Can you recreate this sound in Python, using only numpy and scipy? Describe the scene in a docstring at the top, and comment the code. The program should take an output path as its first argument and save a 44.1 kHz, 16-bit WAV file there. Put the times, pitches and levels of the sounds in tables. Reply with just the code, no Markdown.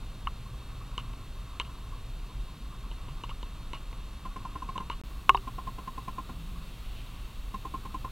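"""A quiet room, in which a camera is heard through its own built-in microphone.
The sound is structure-borne: the focus motor steps in short bursts that force the housing to vibrate,
and the clicks, rattles and knocks of the controls excite the modes of the same shell.
Beneath them lie a faint rubbing drone of the shell as it is handled and tilted, the zoom's rustle,
room rumble, mains hum and hiss. The sound drops out once, briefly, about five seconds in."""
import sys
import numpy as np
from scipy import signal
from scipy.fft import rfft, irfft, next_fast_len
from scipy.io import wavfile
from scipy.ndimage import uniform_filter1d

SR = 44100
rng = np.random.default_rng(int(sys.argv[2]) if len(sys.argv) > 2 else 0)


def master_out(mix):
    """Clip the mix to full scale and print it as 16-bit PCM to the path in sys.argv[1]."""
    frames = np.transpose(np.atleast_2d(mix))
    ceiling = np.clip(frames, -1, 1)
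    pcm = np.round(ceiling * 32767).astype(np.int16)
    wavfile.write(sys.argv[1], SR, pcm)


N = 357651
TIME = np.arange(N) / SR
BRIEF = TIME[:SR // 4]  # time axis of one short event [s]
IMPULSE = signal.unit_impulse(len(BRIEF))
TOP_HZ = 15800


# modes of the motor's mount: (frequency [Hz], T60 [s], level [dB])
MOUNT_MODES = [(203, 0.15, -0.5), (249, 0.078, -1), (302, 0.064, 2), (418, 0.026, 2), (515, 0.027, -4.5),
               (743, 0.015, 2.5), (803, 0.04, -0.5), (933, 0.065, 3.5), (1387, 0.064, -5)]
# spectrum of the gear's scrape: (frequency [Hz], gain [dB])
SCRAPE_SPECTRUM = [(500, -12), (1000, 1), (1450, 2), (1900, -2), (2400, -2), (2800, -1), (3300, -10),
                   (4500, -16), (12000, -22)]
def focus_motor(step_hz=1045, jitter=0.012, rise_s=0.0043, sag_s=0.014, stop_s=0.0041, scrape_s=0.0097):
    """Forced vibration: steps drive the shell near a resonance, and each start jolts the mount."""
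    out = np.zeros(N)
    for start, db, run_s in focus_bursts():
        wobble, grit = rng.standard_normal((2, len(BRIEF)))
        rise_scale, sag_scale = np.exp(0.46 * rng.uniform(-0.53, 1, 2))
        attack = np.minimum(BRIEF / (rise_s * rise_scale), 1)
        decay = np.exp(-BRIEF / (sag_s * sag_scale) - np.maximum(BRIEF - run_s, 0) / stop_s)
        step_rate = step_hz * (1 + jitter * unit(uniform_filter1d(wobble, size=130)))
        torque = attack * decay * np.sin(2 * np.pi * np.cumsum(step_rate) / SR)
        tone = strong(torque) + undb(-12) * strong(housing(torque))
        # the gear takes up its play with a kick and a brief scrape
        scrape = grit * np.minimum(BRIEF / rise_s, 1) * np.exp(-BRIEF / scrape_s)
        jolt = signal.fftconvolve(scrape + 5 * IMPULSE, modes(MOUNT_MODES))[:len(BRIEF)]
        backlash = undb(-7) * strong(jolt) + undb(-16) * strong(colour(scrape, SCRAPE_SPECTRUM))
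        backlash_db = -31.5 + 0.19 * (db + 31.5)  # stays strong even when the run is weak
        add(out, start, undb(db - 2.5) * strong(tone) + undb(backlash_db) * backlash)
    return out


# focus searches, broken off once the picture is sharp: (start [s], end [s], level [dB])
FOCUS_SEARCHES = [(4.252, 4.51, -35), (5.4733, 6.4, -33), (7.5411, 8.11, -31.5)]
# to-and-fro pattern of every search: (delay [s], relative level [dB])
PROBE_PATTERN = [(0, 1.5), (0.1086, -0.5), (.198, 2.5), (.310, -5), (0.401, 2), (0.504, 1), (.605, 2),
                 (.708, 4.5), (0.819, -7.5)]
def focus_bursts():
    """Hunting for focus gives intermittent runs, returned as (time [s], level [dB], duration [s])."""
    probes = [(start + delay, db + relative_db, 0.023)
              for start, end, db in FOCUS_SEARCHES
              for delay, relative_db in PROBE_PATTERN if start + delay < end]
    # the first search closes in with quicker, growing bursts, then settles with one long run
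    approach = [(4.5535 + k * 0.0672, -31.5 + k * 0.5, 0.014) for k in range(4)]
    settle = [(4.801, -33, 0.033)]
    return probes + approach + settle


# modes of the catch and of its snap's bright edge: (frequency [Hz], T60 [s], level [dB])
CATCH_MODES = [(3060, 0.023, 15), (3760, 0.024, 11), (4160, 0.02, -16)]
EDGE_MODES = [(6000, 0.005, -2.2), (6730, 0.0039, -2), (7700, 0.0037, -3)]
# spectra of the catch's snap and chatter: (frequency [Hz], gain [dB])
SNAP_SPECTRUM = [(150, -18), (400, -34), (700, -24), (1100, 5), (1400, -26), (1750, -2.5), (2200, 12.5),
                 (2450, 4), (2900, 21), (3400, 2), (4100, 8), (4900, -15.5), (7000, -34), (9000, -45),
                 (16000, -28)]
CHATTER_SPECTRUM = [(1000, -28), (2100, -5.5), (2500, -7), (2850, 8), (3150, -6), (3450, -11), (4100, -14),
                    (4900, -25.5), (7000, -24), (12000, -28)]
# clicks of the controls: (time [s], level [dB], seating [dB re level], seating frequency [Hz],
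# thump [dB re seating], rattle [dB re level], rattle rise time [s], contact corner [Hz])
CONTROL_CLICKS = [(0.979, -27, -5, 1055, -6, -16, 0.014, 8500),
                  (1.135, -44.5, -3, 1020, -3, -24, .01, 4500),
                  (1.599, -21.5, -9.5, 1030, -6, -16, 0.011, 7450),
                  (1.65, -43.5, -19, 950, -6, -9, 0.012, 3500),
                  (2.914, -41.5, -6, 970, 3, -12, 0.0074, 3500),
                  (3.0844, -47.5, 0.5, 1000, 2, -4.5, 0.016, 3500),
                  (3.2367, -34, -1, 1020, -3.5, -11.5, 0.0079, 7000),
                  (3.293, -40, -1.5, 980, -1, -4, 0.0091, 6500),
                  (3.429, -40, -1.5, 995, 1, -14, .006, 5500),
                  (3.733, -34, -1.5, 1010, -3, -7.5, 0.018, 9500),
                  (3.929, -43.5, -4, 990, 2, -14, 0.009, 5000),
                  (4.779, -31.5, 1.5, 1006, -6.5, -17, 0.0088, 11000),
                  (4.8993, -31, 2, 1017, -7, -9.5, .02, 6000)]
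def clicks(snap_s=0.00078, seat_s=0.0094, uneven_db=7):
    """Impulsive excitation: a catch snaps, seats with a chirp and thump, then chatters on the shell."""
    out = np.zeros(N)
    thump = strong(band(contact_force(910), 430, 560))
    shell = strong(band(contact_force(2500), 1400, 300))
    for start, db, seat_db, seat_hz, thump_db, rattle_db, crest_s, corner_hz in CONTROL_CLICKS:
        seat = chirp(seat_hz, seat_s) + undb(thump_db) * thump + undb(-8) * shell
        grit, impacts, size = rng.standard_normal((3, len(BRIEF)))
        force = IMPULSE + 0.42 * grit * np.exp(-BRIEF / snap_s)
        ring = undb(-8) * strong(modes(CATCH_MODES)) + undb(-13) * strong(modes(EDGE_MODES))
        snap = strong(colour(force, SNAP_SPECTRUM)) + ring
        snap = strong(butterworth(snap, 3, min(corner_hz, TOP_HZ)))
        swell = BRIEF / crest_s * np.exp(-0.5 * (BRIEF / crest_s) ** 2)
        chatter = impacts * undb(uneven_db * np.minimum(size, 2)) * swell
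        shell_ring = undb(-4) * strong(band(housing(chatter), 1130, 460))
        crackle = undb(-8) * strong(double_band(chatter, 1000, 1700))
        rattle = strong(strong(colour(chatter, CHATTER_SPECTRUM)) + shell_ring + crackle)
        add(out, start, undb(db) * (undb(-2) * snap + undb(seat_db) * seat + undb(rattle_db) * rattle))
    return out


# knocks on the housing: (time [s], level [dB], contact corner [Hz], low cut [Hz], damping time [s],
# rebound delay [s], rebound frequency [Hz], rebound [dB re blow],
# snap frequency [Hz], snap duration [s], snap [dB re blow], crack [dB re blow])
HOUSING_KNOCKS = [(0.2709, -26, 1330, 1200, 0.016, 0.003, 1265, -6.5, 2833, 0.0052, -7.5, -54),
                  (5.2931, -8, 3150, 45, 0.069, .00457, 1085, -8.6, 2690, .0031, -15, -23),
                  (5.3464, -19, 1060, 80, 0.073, 0.00388, 954, -3.5, 2850, 0.0038, -13.5, -31),
                  (5.3727, -36, 2600, 500, .015, .003, 1090, -6, 2820, 0.0054, -2, -20)]
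def knocks(yield_s=0.00092, rebound_s=0.0086, crack_delay_s=0.00172):
    """Damped impact: the hand deadens a blow; the catch snaps home with a crack and the part rebounds."""
    out = np.zeros(N)
    soft_touch = undb(-9) * contact_force(1750)
    crack = strong(band(IMPULSE, 4800, 6500))
    for (start, db, corner_hz, low_cut_hz, damping_s, delay_s, rebound_hz, rebound_db,
         snap_hz, snap_s, snap_db, crack_db) in HOUSING_KNOCKS:
        force = soft_touch + contact_force(corner_hz, yield_s)
        # a light, glancing blow hardly moves the shell's low modes
        ring = butterworth(housing(force), 3, low_cut_hz, "high")
        blow = strong(ring * np.exp(-BRIEF / damping_s))
        rebound = undb(rebound_db) * chirp(rebound_hz, rebound_s, delay_s)
        snap = undb(snap_db) * chirp(snap_hz, snap_s)
        add(out, start, undb(db) * (blow + rebound + snap))
        add(out, start + crack_delay_s, undb(db + crack_db) * crack)
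    return out


# modes of the camera's shell: (frequency [Hz], T60 [s], level [dB])
SHELL_MODES = [(306, 0.015, 17.5), (389, 0.5, -4), (780, 0.047, -6.5), (998, 0.051, -9), (1091, 0.051, 5.4),
               (1160, 0.18, -21), (1183, 0.041, -2), (1368, 0.022, -4), (1490, 0.013, 1.5),
               (1780, 0.014, -1), (2194, 0.021, -0.5), (2686, 0.011, 13), (2888, 0.055, -1.5),
               (3140, 0.016, -6)]
def housing(force, radiation_hz=740):
    """Modal response: close modes of the shell beat, and so small a body radiates little bass."""
    impulse_response = butterworth(modes(SHELL_MODES), 4, radiation_hz, "high")
    return signal.fftconvolve(force, impulse_response)[:len(force)]


# loose parts shaken by a click or knock: (time [s], level [dB], frequency [Hz], bandwidth [Hz])
LOOSE_PARTS = [(1.6055, -36, 2750, 400), (1.6145, -38, 3100, 350), (5.3495, -44.5, 3720, 110),
               (5.368, -44, 4700, 700)]
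def ticks():
    """Free vibration: each loose part rings briefly in one high resonance."""
    out = np.zeros(N)
    for start, db, hz, width_hz in LOOSE_PARTS:
        add(out, start, undb(db) * strong(double_band(IMPULSE, hz, width_hz)))
    return out


# stuttering rubs heard in the shell: (time [s], duration [s], level [dB], frequency [Hz])
RUB_SPURTS = [(0.448, .045, -54, 1060), (1.799, 0.018, -58, 1080), (1.921, .03, -48, 1055),
              (1.958, 0.053, -55, 1050), (2.282, .05, -48.5, 1068), (2.463, 0.046, -50, 1070),
              (2.71, 0.04, -49.5, 1090), (3.31, 0.016, -43, 1195), (3.565, 0.03, -68, 1070),
              (8.069, 0.024, -43.5, 1060)]
# low swells of the handled body: (time [s], duration [s], level [dB], frequency [Hz], bandwidth [Hz])
HANDLING_SWELLS = [(3.03, 0.16, -42.5, 135, 26), (6.25, 0.5, -46.5, 162, 40)]
def brief_friction(spurt_width_hz=120):
    """Frictional excitation: each short rub feeds noise into one resonance of the camera's body."""
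    out = np.zeros(N)
    spurts = [(*row, spurt_width_hz) for row in RUB_SPURTS]
    for start, length_s, db, hz, width_hz in spurts + HANDLING_SWELLS:
        steady_rub = double_band(rng.standard_normal(2 * SR), hz, width_hz)[SR:]
        envelope = np.sin(np.pi * np.minimum(TIME[:SR] / length_s, 1))
        add(out, start, undb(db) * strong(steady_rub * envelope))
    return out


# faint rubbing drone of the handled shell: (time [s], level [dB])
DRONE_LEVELS = [(0.0, -60.5), (0.56, -61), (0.97, -56.5), (1.33, -59), (1.76, -56.5), (2.1, -62),
                (3.16, -57.5), (4.11, -59.5), (4.85, -53), (4.98, -59), (6.2, -58), (6.9, -61.5),
                (8.1, -59)]
def handling_drone(drone_hz=1095, uneven_db=2.5):
    """Sliding friction: the shell drones faintly and unevenly as it is handled and tilted."""
    friction = rng.standard_normal(N) * undb(uneven_db * wander(rate_hz=16))
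    rubbing = double_band(friction, drone_hz, 300)
    drone = unit(unit(rubbing) + undb(-16.5) * unit(band(rubbing, drone_hz, 39)))
    return gain_curve(DRONE_LEVELS) * drone


def zoom_rustle(peak_s=6.96, peak_db=-56.5, fade_db_per_s=22):
    """Band-limited noise: the rustle rises and falls as the zoom speeds up and slows down."""
    rustle = unit(double_band(rng.standard_normal(N), 2870, 1600))
    return undb(peak_db - fade_db_per_s * np.abs(TIME - peak_s)) * rustle


# spectra of the room's rumble and of the hiss: (frequency [Hz], gain [dB])
RUMBLE_SPECTRUM = [(18, -3.5), (28, -1), (40, 0), (52, -5.5), (64, -8.5), (80, -19), (100, -15.5),
                   (135, -19.5), (160, -21), (235, -24.5), (320, -30.5), (420, -33.5), (620, -36.5),
                   (1200, -40.5)]
HISS_SPECTRUM = [(300, -9), (800, -0.5), (1400, 1), (1700, -3), (2400, -2), (2800, -2), (3300, 0.5),
                 (3800, -4.5), (4050, -4.5), (4400, -2.5), (4900, -9), (8000, -10.5), (16000, -13)]
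# mains hum, stronger for the first second: (time [s], level [dB])
HUM_LEVELS = [(0, -48), (1.15, -48), (1.35, -55), (8.1, -56)]
# narrow resonances in the hiss: (frequency [Hz], nominal bandwidth [Hz], level [dB])
HISS_RESONANCES = [(2688, 107, -66), (3723, 135, -65.5), (4206, 67, -70.5), (7770, 290, -81),
                   (12100, 550, -77.5), (13200, 500, -85)]
def room(rumble_db=-38.5, fade_db_per_s=0.16, hum_hz=118.7, waver_depth=1.96, hiss_db=-56):
    """Superposition: easing rumble, amplitude-modulated mains hum and hiss form the noise floor."""
    low, high, stir = rng.standard_normal((3, N))
    waver = (1 + waver_depth * wander(rate_hz=13.2)) / np.sqrt(1 + waver_depth ** 2)
    hum = gain_curve(HUM_LEVELS) * waver * np.sqrt(2) * np.sin(2 * np.pi * hum_hz * TIME)
    deep_noise = butterworth(colour(low, RUMBLE_SPECTRUM), 3, [15, 900], "band")
    rumble = undb(rumble_db - fade_db_per_s * TIME) * unit(deep_noise)
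    hiss = undb(hiss_db) * unit(colour(high, HISS_SPECTRUM))
    whirr = sum(undb(db) * unit(double_band(stir, hz, 2 * width)) for hz, width, db in HISS_RESONANCES)
    return rumble + hum + hiss + whirr


def contact_force(corner_hz, delay_s=0):
    """Time-bandwidth reciprocity: a softer contact lasts longer and has a lower corner frequency."""
    age = np.maximum(BRIEF - delay_s, 0) * 2 * np.pi * corner_hz
    return age ** 3 * np.exp(-age)


def chirp(hz, length_s, delay_s=0):
    """Tone burst: a part sliding home gives a few swelling and fading cycles at one frequency."""
    age = BRIEF - delay_s
    envelope = np.sin(np.pi * np.clip(age / length_s, 0, 1)) ** 2
    return strong(envelope * np.sin(2 * np.pi * hz * age))


def modes(table):
    """Modal superposition: one damped sinusoid per row (frequency [Hz], T60 [s], level [dB])."""
    return sum(undb(db) * np.exp(-np.log(1000) * BRIEF / t60) * np.sin(2 * np.pi * hz * BRIEF)
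               for hz, t60, db in table)


def band(x, hz, width_hz):
    """Second-order resonance."""
    return signal.lfilter(*signal.iirpeak(hz, hz / width_hz, fs=SR), x)


def double_band(x, hz, width_hz):
    """Two equal resonances in cascade, together narrower than either."""
    return band(band(x, hz, width_hz), hz, width_hz)


def butterworth(x, order, hz, kind="low"):
    """Filter with a maximally flat passband."""
    return signal.sosfilt(signal.butter(order, hz, kind, fs=SR, output="sos"), x)


def colour(x, spectrum):
    """Minimum-phase filter through points (frequency [Hz], gain [dB])."""
    n = 2 * next_fast_len(len(x))
    hz, db = np.transpose(spectrum)
    bin_hz = np.arange(n // 2 + 1) * SR / n + 1e-9
    log_gain = np.log(undb(np.interp(np.log(bin_hz), np.log(hz), db)))
    cepstrum = irfft(log_gain)[:n // 2]
    cepstrum[1:] *= 2  # folding onto positive time makes the filter causal
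    return irfft(rfft(x, n) * np.exp(rfft(cepstrum, n)))[:len(x)]


def wander(rate_hz):
    """Random fluctuation: low-passed noise with rms 1."""
    return unit(butterworth(rng.standard_normal(N), 2, rate_hz))


def undb(db):
    """Decibels to amplitude ratio."""
    return 10 ** (np.asarray(db) / 20)


def unit(x):
    """Normalise to rms 1."""
    return x / np.sqrt(np.mean(x ** 2))


def strong(x):
    """Normalise the loudest 3 ms to rms 1."""
    return x / np.sqrt(uniform_filter1d(x ** 2, size=132).max())


def gain_curve(rows):
    """Envelope through points (time [s], level [dB])."""
    return undb(np.interp(TIME, *np.transpose(rows)))


def add(out, start_s, x):
    """Superpose x on out from a given time."""
    i = int(round(start_s * SR))
    out[i:i + len(x)] += x[:N - i]


def scene():
    """Linear superposition: all sources sum at one microphone, which feeds both channels."""
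    mono = focus_motor() + clicks() + knocks() + ticks() + brief_friction()
    mono += handling_drone() + zoom_rustle() + room()
    return np.array([mono, mono])


def record(dry, gap_start_s=5.014, gap_end_s=5.037):
    """Gating and band limiting: one brief silence, before which the left channel lags by a sample."""
    left = np.where(TIME < gap_start_s, np.roll(dry[0], 1), dry[0])
    gate = (TIME < gap_start_s) | (TIME > gap_end_s)
    low_pass = signal.ellip(10, 0.1, 80, TOP_HZ, fs=SR, output="sos")
    return signal.sosfilt(low_pass, np.array([left, dry[1]]) * gate)


dry = scene()
out = record(dry)
master_out(out)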